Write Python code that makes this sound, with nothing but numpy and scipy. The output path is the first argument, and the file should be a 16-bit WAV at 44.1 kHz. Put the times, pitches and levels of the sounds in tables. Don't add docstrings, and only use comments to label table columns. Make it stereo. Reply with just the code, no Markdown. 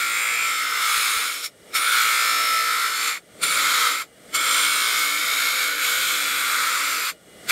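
import sys
import numpy as np
from scipy import signal
from scipy.fft import rfft, irfft, next_fast_len
from scipy.io import wavfile
from scipy.ndimage import uniform_filter1d, map_coordinates

SR = 44100
rng = np.random.default_rng(int(sys.argv[2]) if len(sys.argv) > 2 else 0)


def wav_out(sig):
    wavfile.write(sys.argv[1], SR, np.round(np.clip(np.atleast_2d(sig).T, -1, 1) * 32767).astype(np.int16))


def voltage_ratio(level):
    return 10 ** (np.asarray(level, float) / 20)


N = 331305

# (time [s], speed [turns/s])
WHEEL_SPEED = [(0.0, 57.8), (0.72, 58.35), (1.11, 57.1), (1.4, 58.8), (1.65, 59.7), (2.32, 57.5),
               (2.82, 57.4), (3.16, 58.2), (3.53, 59.4), (3.8, 57.5), (4.0, 57.7), (4.37, 59.7),
               (4.64, 58.1), (5.52, 58.5), (5.81, 59.0), (6.15, 58.2), (7.07, 57.7), (7.22, 59.5)]
# (time [s], likeness of the grit from one turn to the next [0-1])
STILLNESS = [(0.1, 0.8), (0.6, 0.62), (0.8, 0.41), (1.0, 0.61), (1.25, 0.25), (1.7, 0.17), (2.2, 0.82),
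             (2.8, 0.67), (3.4, 0.13), (3.8, 0.36), (4.2, 0.18), (4.6, 0.38), (4.8, 0.68), (5.5, 0.3),
             (5.8, 0.33), (6.0, 0.49), (6.35, 0.2), (6.9, 0.33)]
# (touch [s], clear [s], bite level [dB], hum level [dB])
CONTACTS = [
    (-.3, 1.52, -20, -48),
    (1.754, 3.215, -17.5, -47),
    (3.434, 4.08, -18, -43),
    (4.352, 7.16, -17.5, -44.5),
    (7.498, 7.97, -17, -42),
]
# (time [s], pressure [dB], ringing [dB], lean to the low ring [dB])
HAND_PRESSURE = [
    [(0, -22, 2, -0.5), (.38, -23, 2.5, -3), (.74, -23, 2, 1), (1.0, -19.5, -1.5, 1),
     (1.244, -22.5, -1, -.5), (1.425, -31.5, -5.5, -.5), (1.446, -25.5, -7, 1), (1.465, -28, -7, -3)],
    [(1.8, -22.5, 1, .5), (1.956, -17.5, 1, 2), (2.2, -20.5, 1, 0.5), (2.86, -21.5, 2, 2.5),
     (2.92, -24.5, 1, 2.5), (3.09, -22.5, -.5, -1), (3.175, -32, 2, -2)],
    [(3.46, -23, -2, -1), (3.56, -19.5, -.5, -.5), (3.868, -17.5, 0, 2.5), (3.98, -26, 0, -1),
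     (4.02, -26.5, 1, 0)],
    [(4.38, -23, 0, -1), (4.55, -19, -1, 1.5), (5.17, -22, -1, -2), (5.63, -20.5, -1, -1.5),
     (5.77, -25, .5, .5), (5.85, -20.5, -1.5, 0), (6.2, -22, -2.5, -.5), (6.55, -20, 0, 1.5),
     (7.1, -24, -1, 0)],
    [(7.51, -16, 3, -3)],
]
# (time [s], low ring [Hz], high ring [Hz], narrow share of low [0-1], narrow share of high [0-1])
RINGS = [(0, 1380, 2230, .3, .2), (.42, 1340, 2260, .35, .15), (.5, 1320, 2120, .5, .6),
         (.72, 1300, 2080, .5, .4), (.95, 1310, 2200, .15, .2), (1.85, 1365, 2220, .5, 0.35),
         (2.4, 1310, 2115, .65, 0), (2.85, 1330, 2100, .55, 0), (3.05, 1280, 2180, .2, 0),
         (3.5, 1353, 2230, 0.27, 0.4), (3.85, 1290, 2090, 0.27, 0), (4.4, 1327, 2194, 0.17, 0.47),
         (4.7, 1310, 2200, .2, .55), (5.6, 1400, 2220, 0.11, .6), (6.2, 1390, 2230, .05, .2),
         (6.6, 1340, 2110, .25, 0), (7.1, 1320, 2260, .2, 0.04), (7.5, 1450, 2150, .2, 0)]
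# (frequency [Hz], level [dB per Hz])
SCRAPE_SPECTRUM = [(1530, -101), (2600, -5), (2860, -3), (3490, 1), (4540, -6), (4860, -10), (5200, -7.5),
                   (5820, -25.5), (6400, -43), (8320, -87), (14100, -120)]
# (frequency [Hz], level [dB per Hz])
FIZZ_SPECTRUM = [(3530, -25.5), (6000, -15), (7180, -8.5), (7940, -12.5), (9500, -11.5), (10600, -18.5),
                 (11900, -12), (15600, -23)]
# (start [s], end [s], centre [Hz], lift, negative
# where dimmed [dB])
PLATE_MODES = [ (0, .6, 7350, 11), (0, 0.395, 8520, 7.5), (0.406, 0.655, 8110, 10), (.5, 0.882, 5310, 9),
               (.85, 1.397, 6700, 0.5), (0.853, 1.403, 9600, 6), (1.352, 1.804, 5460, 15),
               (1.803, 2.038, 3520, 5), (1.75, 1.95, 9600, 12), (2.198, 2.62, 5350, 13), (2.55, 3, 5200, 6),
               (2.88, 3.496, 4470, 8.5), (2.903, 3.653, 7300, 8), (3.35, 3.59, 9500, 14),
               (3.7, 4.598, 4430, 3), (3.9, 4.703, 7400, 10), (4.4, 5.6, 9240, 1), (4.7, 6.2, 6830, 3.5),
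               (4.294, 4.897, 8900, 8.5), (4.9, 5.9, 11300, 4), (5.8, 6.7, 12300, 6), (6.1, 7, 8700, 5),
               (6.705, 7.2, 7300, 5), (6.802, 7.2, 12120, 7.5), (6.797, 7.6, 4500, 7.5),
               (4.6, 7.2, 10500, -5), (1.9, 2.9, 14300, -3.5), (2.9, 4.8, 13800, -6), (5.8, 7.2, 13500, -5)]
# (frequency [Hz], level [dB per Hz])
HOUSING_SPECTRUM = [(140, -55), (240, -19), (286, -3.5), (375, -6), (464, 0.5), (560, -3), (622, -0.5),
                    (740, -5.5), (960, -19), (1630, -120)]
# (start [s], end [s], centre [Hz], lift [dB])
HOUSING_MODES = [
    (.85, 1.2, 530, 1.9),
    (2.1, 2.452, 720, 9.8),
    (2.4, 2.752, 667, 10.2),
]
SHAFT_ORDERS = (1, 5, 8, 9, 11)
SHAFT_DB = (-25.5, -10, -9.5, -6.5, -17.5)
# (frequency [Hz], level [dB per Hz])
WINDAGE_SPECTRUM = [(540, -48), (920, -14), (1210, 3.5), (1570, -0.5), (1960, 4), (2400, -0.5), (2620, -11),
                    (2830, 0), (4830, -6), (7310, -6.5), (8430, 1), (10400, -10), (11300, -8), (15600, -17)]
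# (frequency [Hz], level [dB rms])
BEARING_WHINE = [
    (1427, -75),
    (2030, -73),
    (2896, -73),
    (3354, -76),
]
# (frequency [Hz], level [dB per Hz])
BENCH_SPECTRUM = [(18, -43), (30, -28), (50, -2), (91, -3.5), (166, 4.5), (250, 3.5), (320, -16),
                  (550, -120)]
# (time [s], peak level [dB], frequency [Hz])
BUMPS = [
    (.974, -41, 80),
    (1.165, -40.5, 80),
]

GRAZE_S, GRAZE_DB, RISE_S, BRUSH_DB = 0.087, -64, 0.03, -44.5
CLEAR_DB, BITE_RING_DB = -68.5, -3.5
LOW_DB, HIGH_DB, FIZZ_DB, FIZZ_FOLLOW = -2.0, -1.8, -1.1, -0.35
TREMOR_DB, WANDER_HZ = 0.55, 16
STEADY = 0.8
PATCH_DB = 2.0
PLATE_WIDTH, HOUSING_WIDTH = 0.029, 0.063
JUMP_DB, SETTLE_S, SAG_DB = 7, 0.17, -1
IDLE_DB, LIFT_DB_PER_S = -50, 33.5
BENCH_DB, BENCH_IDLE_DB, BENCH_SETTLE_DB, BENCH_LIFT, RUMBLE_DB = -17, -61.5, 4, 0.7, 2
HUM_GRIT, IDLE_DULL = 0.55, 0.5
EDGE_HZ = 15750


def plate(grit, turns):
    press_db, ring_db, lean_db = hand()
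    low_hz, high_hz, low_free, high_free = curves(RINGS)
    shake, sway, low_slip, high_slip = drift(11, count=4)
    low_hz = low_hz + WANDER_HZ * low_slip
    high_hz = high_hz + WANDER_HZ * high_slip
    low_db = LOW_DB + ring_db + lean_db + TREMOR_DB * sway
    high_db = HIGH_DB + ring_db - lean_db - TREMOR_DB * sway

    throb = sum(depth * np.cos(2 * np.pi * (order * turns + rng.random()))
                for order, depth in ((1, 0.055), (3, 0.037), (4, 0.051)))
    grit = grit * (1 + throb)
    later_grit = np.roll(grit, 310)

    low = evened(resonate(ring(grit, low_hz, 480, 125, low_free), 1380, 720))
    high = evened(ring(grit, high_hz, 620, 140, high_free))
    valley = evened(resonate(resonate(later_grit, 1740, 330), 1740, 330))
    tool_rest = evened(resonate(resonate(later_grit, 790, 150), 790, 150))
    high = high + voltage_ratio(-14.5) * valley + voltage_ratio(-28.0) * tool_rest

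    scrape = colour(grit, SCRAPE_SPECTRUM)
    fizz = voltage_ratio(FIZZ_DB + FIZZ_FOLLOW * ring_db) * colour(grit, FIZZ_SPECTRUM)
    hiss = patchy(scrape + fizz, PATCH_DB, 2, 55, PLATE_MODES, PLATE_WIDTH)

    whole = np.sqrt(1 + voltage_ratio(2 * low_db) + voltage_ratio(2 * high_db))
    layers = voltage_ratio(low_db) * low + voltage_ratio(high_db) * high + hiss
    return voltage_ratio(press_db + TREMOR_DB * shake) / whole * layers


def hand():
    rows = []
    for (touch, clear, bite_db, _), press in zip(CONTACTS, HAND_PRESSURE):
        rows += [(touch - GRAZE_S, GRAZE_DB, 0, 0),
                 (touch - RISE_S, BRUSH_DB, 0, 0),
                 (touch, bite_db, BITE_RING_DB, 0),
                 *press,
                 (clear, CLEAR_DB, BITE_RING_DB, 0),
                 (clear + 0.02, CLEAR_DB - 10, 0, 0)]
    return curves(rows)


def ring(grit, hz, wide, narrow, free):
    hump = evened(resonate(resonate(grit, hz, wide), hz, wide))
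    mode = evened(resonate(resonate(grit, hz, narrow), hz, narrow))
    free = np.clip(free, 0, 1)
    both = (1 - free) * hump + free * mode
    slow_power = uniform_filter1d(uniform_filter1d(both ** 2, 3000), 3000)
    return both / (slow_power + 0.01) ** (STEADY / 2)


def rim(turns, still):
    steps, orders = 1900, 300
    at = np.searchsorted(turns, np.arange(steps) / 4).clip(0, N - 1)
    wear = (0.22 + (np.arange(orders) / 80) ** 1.3) / 4
    fresh = rng.standard_normal((steps, orders, 2)) @ [1, 1j]
    track = np.zeros((steps, 1025), complex)
    track[0, :orders] = fresh[0]
    for k in range(1, steps):
        keep = np.clip(still[at[k]], 0.05, 0.98) ** wear
        track[k, :orders] = keep * track[k - 1, :orders] + np.sqrt(1 - keep ** 2) * fresh[k]
    track /= (abs(track) + 0.1) ** 0.15
    surface = irfft(track, axis=1)
    position = [4 * turns, turns % 1 * 2048]
    profile = evened(map_coordinates(surface, position, order=1, mode="grid-wrap"))
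    repeat = np.clip(still ** 0.5 * 1.1, 0, 0.97)
    chips = 0.85 * rng.standard_normal(N)
    return np.sqrt(repeat) * profile + np.sqrt(1 - repeat) * chips


def motor(grit, turns):
    level_db, bass_db, load = lifted()
    *waver, rumble = drift(5, count=6)
    shaft = sum(voltage_ratio(db + 1.5 * w) * np.cos(2 * np.pi * (order * turns + rng.random()))
                for order, db, w in zip(SHAFT_ORDERS, SHAFT_DB, waver))
    housing_noise, air_noise, bench_noise = rng.standard_normal((N, 3)).T

    housing = colour(HUM_GRIT * load * grit + 0.5 * housing_noise, HOUSING_SPECTRUM)
    housing = patchy(housing + 1.2 * load * shaft, 0.52, 2, 40, HOUSING_MODES, HOUSING_WIDTH)
    housing = housing - IDLE_DULL * (1 - load) * resonate(housing, 720, 300)

    air = voltage_ratio(-7.5) * colour(air_noise, WINDAGE_SPECTRUM)
    whine = sum(voltage_ratio(db + 54) * evened(resonate(air_noise, hz, 11)) for hz, db in BEARING_WHINE)
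    bench = colour(bench_noise + 0.27 * grit, BENCH_SPECTRUM)
    return voltage_ratio(level_db) * (housing + air + 0.67 * whine) + voltage_ratio(bass_db + RUMBLE_DB * rumble) * bench


def lifted():
    rows, idle_from = [], -1
    for touch, clear, _, hum_db in CONTACTS:
        lift_db = LIFT_DB_PER_S * (touch - idle_from)
        bench_db = hum_db + BENCH_DB
        rows += [(touch - 0.05, IDLE_DB + lift_db, BENCH_IDLE_DB + BENCH_LIFT * lift_db, 0),
                 (touch, hum_db + JUMP_DB, bench_db + JUMP_DB, 0.3),
                 (touch + SETTLE_S, hum_db, bench_db + BENCH_SETTLE_DB, 1),
                 (clear - 0.15, hum_db + SAG_DB, bench_db + SAG_DB, 1),
                 (clear + 0.03, IDLE_DB, BENCH_IDLE_DB, 0)]
        idle_from = clear + 0.03
    return curves(rows)


def bumps():
    t = np.arange(N) / SR
    total = np.zeros(N)
    for start, db, hz in BUMPS:
        since = t - start
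        push = np.sin(2 * np.pi * hz * since)
        knock = 0.45 * np.sin(2 * np.pi * 2.7 * hz * since)
        total += voltage_ratio(db) * (push + knock) * (since > 0) * np.exp(-abs(since) / 0.009)
    return total


def resonate(x, hz, width):
    turn = np.exp(2j * np.pi * np.cumsum(hz * np.ones(N)) / SR)
    r = np.exp(-np.pi * width / SR)
    return 2 * (turn * signal.lfilter([1 - r], [1, -r], x / turn)).real


def patchy(x, patch_db, bins, frames, modes=(), share=0):
    hz, s, z = signal.stft(x, SR, nperseg=1024, noverlap=768)
    field = rng.standard_normal(z.shape[::-1]).T
    for _ in range(2):
        field = uniform_filter1d(uniform_filter1d(field, bins, 0), frames, 1)
    field = patch_db * evened(field)
    for start, end, centre_hz, db in modes:
        during = np.exp(-((2 * s - start - end) / (end - start)) ** 4)
        band = np.exp(-((hz - centre_hz) / (share * centre_hz)) ** 2)
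        field += db * np.outer(band, during)
    return evened(signal.istft(z * voltage_ratio(field), nperseg=1024, noverlap=768)[1][:N])


def colour(x, points):
    f, db = np.transpose(points)
    size = next_fast_len(N)
    hz = np.fft.rfftfreq(size, 1 / SR)
    gain = voltage_ratio(np.interp(np.log(hz + 1), np.log(f), db, -90))
    return evened(irfft(rfft(x, size) * gain, size)[:N])


def drift(per_s, count):
    values = rng.standard_normal((200, count))
    return [np.interp(np.arange(N) / SR * per_s, np.arange(200), v) for v in values.T]


def curves(rows):
    s, *columns = np.transpose(rows)
    return [np.interp(np.arange(N) / SR, s, c) for c in columns]


def evened(x):
    return x / np.sqrt(np.mean(x ** 2) + 1e-20)


def scene():
    turns = np.cumsum(curves(WHEEL_SPEED)[0]) / SR
    grit = rim(turns, curves(STILLNESS)[0])
    mono = plate(grit, turns) + motor(grit, turns) + bumps()
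    return np.array([mono, mono])


def roll_off(x):
    return signal.sosfilt(signal.butter(12, 17100, fs=SR, output="sos"), x)


def record(dry):
    edge = signal.firwin(1023, EDGE_HZ, window=("kaiser", 10), fs=SR)
    mix = signal.oaconvolve(dry, edge[None], "same")
    return roll_off(mix)


dry = scene()
out = record(dry)
wav_out(out)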